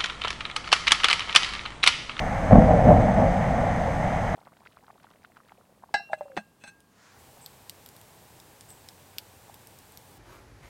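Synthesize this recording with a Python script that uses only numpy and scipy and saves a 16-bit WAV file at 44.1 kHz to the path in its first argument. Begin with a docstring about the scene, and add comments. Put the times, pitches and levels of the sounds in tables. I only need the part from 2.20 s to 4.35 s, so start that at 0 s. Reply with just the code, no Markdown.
"""Beside a house wall on a stormy night.
Rain and wind hiss steadily in the background, over a low far rumble.
A sudden thunderclap of crowded shock fronts breaks in, followed by further peals that weaken
into a long roll. Each peal is a deep boom with a hollow clatter above it."""
import sys
import numpy as np
from scipy import signal
from scipy.fft import rfft, irfft
from scipy.io import wavfile
from scipy.ndimage import uniform_filter1d

SR = 44100
rng = np.random.default_rng(int(sys.argv[2]) if len(sys.argv) > 2 else 0)


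def file_out(sig):
    """Save sig as 16-bit WAV at sys.argv[1]."""
    # one column per channel
    cols = np.atleast_2d(sig).T
    # limit, then scale
    lim = np.clip(cols, -1, 1)
    pcm = np.round(lim * 32767).astype(np.int16)
    wavfile.write(sys.argv[1], SR, pcm)


N = 94815


def from_db(db):
    """Decibels to gain."""
    return 10 ** (np.asarray(db) / 20)


def unit_rms(x):
    """Scale to rms 1."""
    return x / np.sqrt(np.mean(x ** 2) + 1e-20)


def ring(colour, size=8192):
    """The sound of one impulse with the given tone colour; peak 1."""
    hz, db = np.transpose(colour)
    bin_hz = np.maximum(np.arange(size // 2 + 1) * SR / size, 1)
    gain = from_db(np.interp(np.log(bin_hz), np.log(hz), db))
    cepstrum = irfft(np.log(gain))
    cepstrum[1:size // 2] *= 2   # minimum phase keeps the attack sharp
    cepstrum[size // 2 + 1:] = 0
    pulse = irfft(np.exp(rfft(cepstrum)))
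    return pulse / np.abs(pulse).max()


def patter(colour, per_s, spread_db):
    """Random impulses of uneven size, all ringing with one colour; rms 1."""
    pulse = ring(colour)
    n = N + len(pulse) - 1
    sizes = from_db(spread_db * rng.standard_normal(n)) * rng.choice([-1, 1], n)
    hits = rng.random(n) < per_s / SR
    return unit_rms(signal.fftconvolve(sizes * hits, pulse, "valid"))


def noise(colour):
    """Smooth noise of one colour; rms 1."""
    pulse = ring(colour)
    white = rng.standard_normal(N + len(pulse) - 1)
    return unit_rms(signal.fftconvolve(white, pulse, "valid"))


def drift(hz):
    """Slow random wander; rms 1."""
    pole = np.exp(-2 * np.pi * hz / SR)
    wander = signal.lfilter([1], [1, -2 * pole, pole * pole], rng.standard_normal(N + SR))
    return unit_rms(wander[SR:])


def evened(x, window_s=0.027, amount=0.77):
    """Compress the chance swells of a dense texture; rms 1."""
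    width = int(window_s * SR)
    power = uniform_filter1d(uniform_filter1d(x ** 2, width), width)
    return unit_rms(x / (power + 1e-9) ** (amount / 2))


def swell(start, rise, hold, t60):
    """Envelope with a straight rise, a hold and an exponential tail; times in seconds."""
    t = np.arange(N) / SR - start
    tail = np.exp(-np.log(1000) * np.maximum(t - rise - hold, 0) / t60)
    return np.clip(t / rise, 0, 1) * tail


# The rumble's dark tone. Each row: frequency in Hz, relative level in dB.
RUMBLE_COLOUR = [(12, -6.5), (28, -0.5), (48, 1.5), (66, -3.5), (95, 1.5), (190, -1.5), (280, -9.5),
                 (360, -22), (600, -40.5), (1500, -68), (8000, -100)]

def far_rumble():
    """The distant storm lays down an even bed of low noise."""
    return from_db(-29) * evened(noise(RUMBLE_COLOUR))


# The wind's midrange rush. Each row: frequency in Hz, relative level in dB.
WIND_COLOUR = [(200, -25.5), (380, -18.5), (470, -12), (560, -6), (740, 0), (830, -3), (950, -11.5),
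               (1150, -13.5), (1550, -16.5), (1880, -13), (2200, -17.5), (2600, -29.5), (3100, -31),
               (3600, -48.5), (6000, -63), (12000, -95)]

def wind():
    """Wind in the trees, its level fluttering slightly with small gusts."""
    gust_db = 0.55 * drift(hz=8.9)
    return from_db(-29 + gust_db) * noise(WIND_COLOUR)


# The bright tick of a drop. Each row: frequency in Hz, relative level in dB.
DROP_COLOUR = [(1000, -7.5), (3500, 1.5), (4500, -4.5), (5200, -2), (5700, -5.5), (6150, 2.5), (7000, -5.5),
               (7600, -7), (8000, -4), (9200, -10.5), (9900, -11.5), (11300, -21.5), (13000, -16),
               (15000, -34)]

def rain():
    """Thousands of tiny drop impacts blur into a fine hiss."""
    return from_db(-51) * patter(DROP_COLOUR, per_s=15000, spread_db=2)


# The thunder's peals. Each row: start in seconds, rise in seconds, hold in seconds,
# seconds to fall by 60 dB, boom level in dB, clatter level in dB.
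PEAL_CUES = [(0.203, .025, .030, 1, -29, -30.5), (0.298, 0.025, .052, 0.44, -10.5, -15.5),
             (0.47, .018, 0.038, 0.85, -20, -18), (.615, 0.057, 0.065, 0.75, -15, -20),
             (0.673, 0.016, 0.031, 0.16, -16, -13.5), (.960, .020, 0.051, 0.52, -20.5, -21),
             (1.268, 0.018, 0.018, .50, -27, -36.5), (1.360, .030, 0.043, 1, -33, -28.5),
             (1.668, 0.0084, 0.011, 0.1, -42.5, -27.5), (1.798, 0.013, 0.036, 0.1, -31, -32.5)]

def rolling_peals(colour, layer, roll_db):
    """Crowded shock fronts swell with each peal and with the long roll that the clap sets off."""
    roll = from_db(roll_db) * swell(start=0.29, rise=0.08, hold=0.44, t60=6.0)
    power = roll ** 2
    for start, rise, hold, t60, *levels_db in PEAL_CUES:
        peal = from_db(levels_db[layer]) * swell(start, rise, hold, t60)
        power += peal ** 2
    crowd = evened(patter(colour, per_s=2200, spread_db=2.5))
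    return np.sqrt(power) * crowd


# The strongest shock fronts. Each row: start in seconds, boom peak in dB, clatter peak in dB.
SHOCK_CUES = [(.310, -20, -7), (.329, -2, -5.5), (.354, -4.5, -16.5), (.383, -2.5, -18), (.421, -22, -7),
              (.658, -8, -19), (.679, -17, -16), (.706, -13.5, -4), (.798, -23, -13.5)]

def single_shocks(colour, layer):
    """Lone shock fronts punch through the crowd, one impulse each."""
    fronts = np.zeros(N)
    for start, *peaks_db in SHOCK_CUES:
        fronts[int(start * SR)] += from_db(peaks_db[layer])
    return signal.fftconvolve(fronts, ring(colour))[:N]


# The low and mid tones of a shock front. Each row: frequency in Hz, relative level in dB.
BOOM_COLOUR = [(12, -26.5), (25, -5), (47, 2), (64, -4.5), (92, 0.5), (128, -2), (180, 1.5), (250, -3.5),
               (310, -14.5), (370, -23.5), (600, -37.5), (1500, -82), (8000, -115)]
CLATTER_COLOUR = [(200, -38), (380, -20), (490, -5), (620, 0), (740, -1.5), (900, -16), (1200, -25.5),
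                  (1700, -30.5), (2400, -44.5), (4000, -67), (12000, -105)]

def thunder():
    """A deep boom layered with a hollow clatter, both driven by the same peals and shocks."""
    low, mid = 0, 1   # which level column of the cues each layer plays
    boom = rolling_peals(BOOM_COLOUR, low, roll_db=-23.5) + single_shocks(BOOM_COLOUR, low)
    clatter = rolling_peals(CLATTER_COLOUR, mid, roll_db=-25.5) + single_shocks(CLATTER_COLOUR, mid)
    return boom + clatter


def scene():
    """Thunder over the steady storm, in mono."""
    return (thunder() + far_rumble() + wind() + rain())[None]


def record(dry):
    """A soft clip rounds the highest peaks, then a steep low-pass trims the top."""
    ceiling, hardness, cutoff_hz = 0.96, 7.9, 15300
    rounded = dry / (1 + np.abs(dry / ceiling) ** hardness) ** (1 / hardness)
    lowpass = signal.ellip(10, 0.1, 80, cutoff_hz, fs=SR, output="sos")
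    return signal.sosfilt(lowpass, rounded)


dry = scene()
out = record(dry)
file_out(out)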